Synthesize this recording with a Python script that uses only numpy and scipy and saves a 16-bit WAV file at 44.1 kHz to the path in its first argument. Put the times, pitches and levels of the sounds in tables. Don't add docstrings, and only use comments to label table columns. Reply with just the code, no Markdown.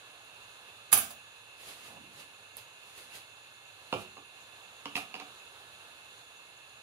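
import sys
import numpy as np
from scipy import signal
from scipy.fft import rfft, irfft, next_fast_len
from scipy.io import wavfile

SR = 44100
rng = np.random.default_rng(int(sys.argv[2]) if len(sys.argv) > 2 else 0)


def to_wav(sig):
    pcm = np.clip(np.atleast_2d(sig), -1, 1) * 32767
    pcm = np.round(pcm).astype(np.int16)
    wavfile.write(sys.argv[1], SR, pcm.T)


def gain_from_db(level_db):
    decades = np.asarray(level_db, float) / 20
    return 10 ** decades


N = 301101
LEFT_LAG_S = 0.00018


def rms_one(x):
    return x / np.sqrt(np.mean(x ** 2) + 1e-20)


def at_hz(points, hz):
    points_hz, values = np.transpose(points)
    return np.interp(np.log(hz + 1), np.log(points_hz), values)


def coloured(x, gains):
    size = next_fast_len(x.shape[-1])
    spectrum = rfft(x, size) * gains(np.fft.rfftfreq(size, 1 / SR))
    return irfft(spectrum, size)[..., :x.shape[-1]]


def band(x, low_hz, high_hz):
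    return signal.sosfilt(signal.butter(2, [low_hz, high_hz], "band", fs=SR, output="sos"), x)


def without_bass(x, cut_hz, order=2):
    return signal.sosfilt(signal.butter(order, cut_hz, "high", fs=SR, output="sos"), x)


def drift(rate_hz):
    knots = rng.standard_normal(int(N / SR * 40) + 2)
    memory = np.exp(-2 * np.pi * rate_hz / 40)
    smooth = rms_one(signal.lfilter([1], [1, -memory], knots))
    return np.interp(np.arange(N) * 40 / SR, np.arange(len(knots)), smooth)


def swells(rows):
    t = np.arange(N) / SR
    total = 0
    for s, db, rise_s, fall_s in rows:
        before, after = (s - t) / max(rise_s, 0.002), (t - s) / max(fall_s, 0.002)
        total = total + gain_from_db(db - 20 * np.maximum(before, after))
    return total


def placed(x, left_db, lag_s):
    return np.array([gain_from_db(left_db) * np.roll(x, round(lag_s * SR)), x])


# (frequency [Hz], share of the power common to both [0-1])
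PORT_LIKENESS = [(60, 0.84), (150, 0.79), (400, 0.77), (1000, 0.88), (2500, 0.11), (6000, 0.11),
                 (15000, 0.1)]


def two_ports(size):
    common, own = rng.standard_normal(size), rng.standard_normal((2, size))

    def share(hz):
        return np.clip(at_hz(PORT_LIKENESS, hz), 0, 1)

    def late(hz):
        return np.sqrt(share(hz)) * np.exp(-2j * np.pi * hz * [[LEFT_LAG_S], [0]])

    return coloured(common, late) + coloured(own, lambda hz: np.sqrt(1 - share(hz)))


# (frequency [Hz], relative level per Hz [dB])
JET_COLOUR = [(30, -40), (55, -12.5), (113, -13.5), (257, -14), (450, -6.5), (1100, -4.5), (1650, -5.5),
              (2040, -14.5), (3200, -7.5), (3800, -4), (4700, -12), (6000, -13.5), (11000, -24),
              (15800, -29.5)]
# (time [s], level [dB])
JET_LEVEL = [(0, -54), (1.5, -55.5), (3.5, -56), (5.3, -53.5), (6.83, -55.5)]
# (frequency [Hz], width [Hz], level [dB])
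NOZZLE_WHISTLES = [(111.4, 48, -73.5), (2679, 296, -57.5), (4200, 630, -65.5), (6700, 600, -65.5),
                   (9770, 300, -81), (10520, 260, -77.5)]


def jet():
    s, db = np.transpose(JET_LEVEL)
    swell_db = np.interp(np.arange(N) / SR, s, db)
    hiss = rms_one(coloured(two_ports(N), lambda hz: gain_from_db(at_hz(JET_COLOUR, hz))))
    out = gain_from_db(swell_db + 0.8 * drift(2.2)) * hiss
    air = two_ports(N)
    for centre_hz, width_hz, db in NOZZLE_WHISTLES:
        blown = coloured(air, lambda hz: 1 / (1 + (2 * (hz - centre_hz) / width_hz) ** 2))
        out += gain_from_db(db + 1.8 * drift(7.9)) * rms_one(blown)
    return out


# (frequency [Hz], level [dB])
MOTOR_TONES = [(107.5, -82.5), (1287, -117), (1717, -68.5), (2143, -70), (2573, -68), (3542, -63),
               (6697, -78)]


def motor():
    clock = np.cumsum(1 + 0.0011 * drift(0.464)) / SR - np.array([[LEFT_LAG_S], [0]])
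    out = np.zeros((2, N))
    for hz, db in MOTOR_TONES:
        tone = np.sin(2 * np.pi * (hz * clock + rng.random()))
        out += np.sqrt(2) * gain_from_db(db + 1.7 * drift(3.8)) * tone
    return gain_from_db([[-5.0], [0]]) * out


def ring(clicks, hz, t60_s):
    r, w = gain_from_db(-60 / (t60_s * SR)), 2 * np.pi * hz / SR
    return signal.lfilter([0, np.sin(w)], [1, -2 * r * np.cos(w), r * r], clicks + 1e-18)


# (low edge [Hz], high edge [Hz])
CONTACT_RANGES = [(260, 600), (600, 1250), (1400, 5500), (7500, 15500)]


def struck(hits, modes, crack_s, ring_db):
    size = 6000
    out, t = np.zeros(N), np.arange(size) / SR
    tops_hz = [high for low, high in CONTACT_RANGES]
    for s, hit_db, *range_db in hits:
        burst = rng.standard_normal(size) * t * np.exp(-t / crack_s)
        start = round(s * SR)
        here = slice(start, start + size)
        for (low, high), db in zip(CONTACT_RANGES, range_db):
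            crack = band(band(burst, low, high), low, high)
            out[here] += gain_from_db(hit_db + db) * crack / np.abs(crack).max()
        for hz, mode_db, t60_s in modes:
            tone = ring(burst, hz, t60_s)
            db = range_db[np.searchsorted(tops_hz, hz)] + mode_db + ring_db
            luck_db = 3.5 * rng.standard_normal()
            out[here] += gain_from_db(hit_db + db + luck_db) * tone / np.abs(tone).max()
    return out


# (time [s], level [dB], heft: extra for the three lower ranges [dB])
TOOL_CONTACTS = [(.243, -56, 3), (0.917, -27, -23), (.927, -5, 2), (.939, -26, -12), (.974, -10.5, 1),
                 (1.105, -38.5, 17)]
# relative level of thud, knock, clack, clink [dB]
TOOL_RANGES = [-31, -15.5, -12, 0]
# (frequency [Hz], relative level [dB], time to fade 60 dB [s])
TOOL_MODES = [(257, -0.5, 0.078), (795, -4, 0.082), (5500, -11, 0.038), (6060, -15, 0.039),
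              (9000, -2, 0.11), (9300, -21, 0.059), (10000, -12, .06), (10780, -4, .07), (10600, -17, .07),
              (11000, 1.5, 0.055), (11610, -28, 0.064), (11840, -22.5, .1), (13300, -10, 0.0395),
              (13960, -19, .06)]


def tool_contacts():
    hits = []
    for s, db, heft_db in TOOL_CONTACTS:
        hits.append((s, db, *(TOOL_RANGES + heft_db * np.array([1, 1, 1, 0]))))
    return struck(hits, TOOL_MODES, crack_s=0.0015, ring_db=-15.5)


# (frequency [Hz], time to fade 60 dB [s])
ROOM_FADE = [(100, 0.49), (500, 0.31), (3000, 0.3), (8000, 0.17), (15000, 0.22)]


def room(x):
    t, noise, echo = np.arange(SR // 2) / SR, two_ports(SR // 2), 0
    edges_hz = np.append(60 * 2 ** np.arange(8), 17000)
    for low, high in zip(edges_hz, edges_hz[1:]):
        fade_s = at_hz(ROOM_FADE, np.sqrt(low * high))
        echo = echo + band(noise, low, high) * gain_from_db(-60 * t / fade_s)
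    echo = echo * (1 - np.exp(-t / 0.0014))
    echo = echo / np.sqrt(np.sum(echo ** 2) / 2)
    return signal.oaconvolve(x[None], echo, axes=1)[:, :N]


# (time [s], level [dB], rise [s], fall [s]), each over 20 dB
RATTLE_SWELLS = [(.932, -26.5, 0.017, 0.097), (1.04, -50.5, .15, 0.053), (1.11, -47.5, 0.025, 0.014)]
# start [s], end [s]
RATTLE_SPAN = (.918, 1.14)
# (frequency [Hz], relative level per Hz [dB])
CRASH_COLOUR = [(100, 6), (250, -24), (800, 0.5), (1500, 10), (3000, 4), (5000, 10.5), (8000, 12.5),
                (11000, -9.5), (16000, 8)]


def rattle():
    touches_per_s, ring_db = 6700, -33.0
    start, stop = (round(s * SR) for s in RATTLE_SPAN)
    size = stop - start
    happens = rng.random(size) < touches_per_s / SR
    strength = gain_from_db(2.2 * np.minimum(rng.exponential(1, size), 3))
    touches = np.zeros(N)
    touches[start:stop] = rms_one(happens * strength * rng.choice([-1, 1], size))
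    touches *= swells(RATTLE_SWELLS)
    out = coloured(touches, lambda hz: gain_from_db(at_hz(CRASH_COLOUR, hz)))
    for hz, db, t60_s in TOOL_MODES:
        out = out + gain_from_db(db + ring_db) * ring(touches, hz, t60_s)
    return out


def gripped(tool):
    grip = np.clip((np.arange(N) / SR - 0.93) / 0.015, 0, 1)
    return tool * gain_from_db(-4.5 * grip)


# (time [s], level [dB], rise [s], fall [s]), each over 20 dB
SLIDE_SWELLS = [(1.61, -65.5, 0.057, 0.18), (1.694, -55.5, 0.11, 0.14), (1.87, -60, 0.13, 0.16),
                (2.202, -58.5, .11, 0.1), (2.578, -56, 0.023, 0.066), (2.9, -66.5, 0.25, 0.33),
                (2.98, -59.5, 0.034, .15), (3.158, -53.5, 0.05, 0.077), (3.93, -68.5, 0.022, .3),
                (4.02, -62, 0.24, 0.055), (4.964, -47, 0.014, 0.088)]
# (frequency [Hz], relative level per Hz [dB])
SLIDE_COLOUR = [(100, -7), (500, 1.5), (1400, -2), (2700, 2), (5000, 3), (8000, -4), (10300, -7.5),
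                (13000, -11), (16000, -14)]


def slides():
    grit = coloured(two_ports(N), lambda hz: gain_from_db(at_hz(SLIDE_COLOUR, hz)))
    grit /= np.std(band(grit, 8500, 14000))
    return swells(SLIDE_SWELLS) * grit


# (time [s], level [dB], rise [s], fall [s]), each over 20 dB
SCRAPE_SWELLS = [(1.88, -60, .04, .2), (1.985, -56, .2, 0.035), (2.154, -67, 0.085, .12)]
# (time [s], level [dB], rise [s], fall [s]), each over 20 dB
RUMBLE_SWELLS = [(1.985, -56.5, 0.19, 0.38)]


def drag():
    shake = two_ports(N)
    scrape = swells(SCRAPE_SWELLS) * rms_one(band(shake, 480, 960))
    rumble = swells(RUMBLE_SWELLS) * rms_one(band(shake, 97, 320))
    return scrape + rumble


# (time [s], level [dB])
TICK_TIMES = [(2.569, -26.5), (2.574, -42), (2.979, -41)]
# relative level of thud, knock, clack, clink [dB]
TICK_RANGES = [-26.5, -17.5, -17.5, 1]


def ticks():
    hits = [(s, db, *TICK_RANGES) for s, db in TICK_TIMES]
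    return struck(hits, [], crack_s=0.00026, ring_db=0)


def rocking(blows, loss_above_db):
    loss_below_db, bench_thud_db, clink_db = 11.5, -21.5, -39
    rows, ranges = [], np.arange(3)
    for s, db, hardness, loss_db, softening in blows:
        for k in range(3):
            away = ranges - (hardness - k * softening)
            range_db = np.where(away < 0, loss_below_db * away, -loss_above_db * away)
            range_db[0] = max(range_db[0], bench_thud_db)
            rebound_s = 0.0117 * k * 0.95 ** k
            rows.append((s + rebound_s, db - k * loss_db, *range_db, clink_db))
    return rows


# (time [s], level [dB], hardness [0 thud, 1 knock, 2 clack],
# loss per rebound [dB], softening per rebound [steps of hardness])
JAR_SET_DOWN = [(3.926, -20, 0.84, 7.5, 0.43), (4.167, -39.5, 0.8, 5.5, .1)]
# (frequency [Hz], relative level [dB], time to fade 60 dB [s])
JAR_MODES = [(104, 4.5, 0.096), (291, -3, 0.07), (389, -2, 0.053), (528, 3, 0.056), (720, -6, 0.025),
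             (796, 3, 0.046), (906, -3.5, 0.04), (2820, 10, 0.0062)]


def jar():
    hits = rocking(JAR_SET_DOWN, loss_above_db=5.5)
    knocks = struck(hits, JAR_MODES, crack_s=0.0015, ring_db=-7)
    return without_bass(knocks, 190)


# (time [s], level [dB], hardness [0 thud, 1 knock, 2 clack],
# loss per rebound [dB], softening per rebound [steps of hardness])
LID_KNOCKS = [(4.856, -25, 1.62, 16, 0.27), (4.954, -22.5, 2.08, 3.2, 0.45), (5.141, -30, 1.5, 4.3, 0.077),
              (5.199, -31, 1.85, 5.3, .4)]
# (frequency [Hz], relative level [dB], time to fade 60 dB [s])
LID_MODES = [(293, 10.5, 0.088), (764, 5, 0.049), (935, -1.5, 0.04), (2520, -4, 0.026), (2804, 6.5, 0.0078),
             (4660, -3, 0.0052)]


def lid():
    hits = rocking(LID_KNOCKS, loss_above_db=3)
    knocks = struck(hits, LID_MODES, crack_s=0.0011, ring_db=-9.5)
    return without_bass(knocks, 200)


def scene():
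    tool = gripped(tool_contacts() + rattle())
    small_part = ticks()
    plastic = jar() + lid()
    direct = placed(tool, -1.6, 0.00083) + placed(small_part, -11.0, 0.0003) + placed(plastic, -1.6, 0.00012)
    echoes = room(gain_from_db(-1.5) * tool + gain_from_db(-8.5) * small_part + gain_from_db(-2.0) * plastic)
    objects = without_bass(direct + echoes, 90, order=4)
    return jet() + motor() + objects + slides() + drag()


def roll_off(x):
    return signal.sosfilt(signal.butter(12, 16800, fs=SR, output="sos"), x)


# (frequency [Hz], gain [dB])
TREBLE_BALANCE = [(4000, -1.5), (5500, -8.5), (6700, -3.5), (7900, -5), (9300, 3.5), (11500, 2.5),
                  (13000, -2), (15700, -3), (15900, -28)]
# (frequency [Hz], left above right [dB])
LEFT_ABOVE_RIGHT = [(60, -4.5), (200, -4.5), (500, -5), (1200, -7.5), (2000, -7), (2740, -4), (4200, -2),
                    (5500, -2.5), (6700, 6.5), (7900, 9.5), (9000, -3), (11000, -9), (15000, -6)]


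def record(dry):
    halves = np.array([[0.5], [-0.5]])
    ports = coloured(dry, lambda hz: gain_from_db(at_hz(TREBLE_BALANCE, hz) + at_hz(LEFT_ABOVE_RIGHT, hz) * halves))
    mix = without_bass(ports, 45)
    return roll_off(mix)


dry = scene()
out = record(dry)
to_wav(out)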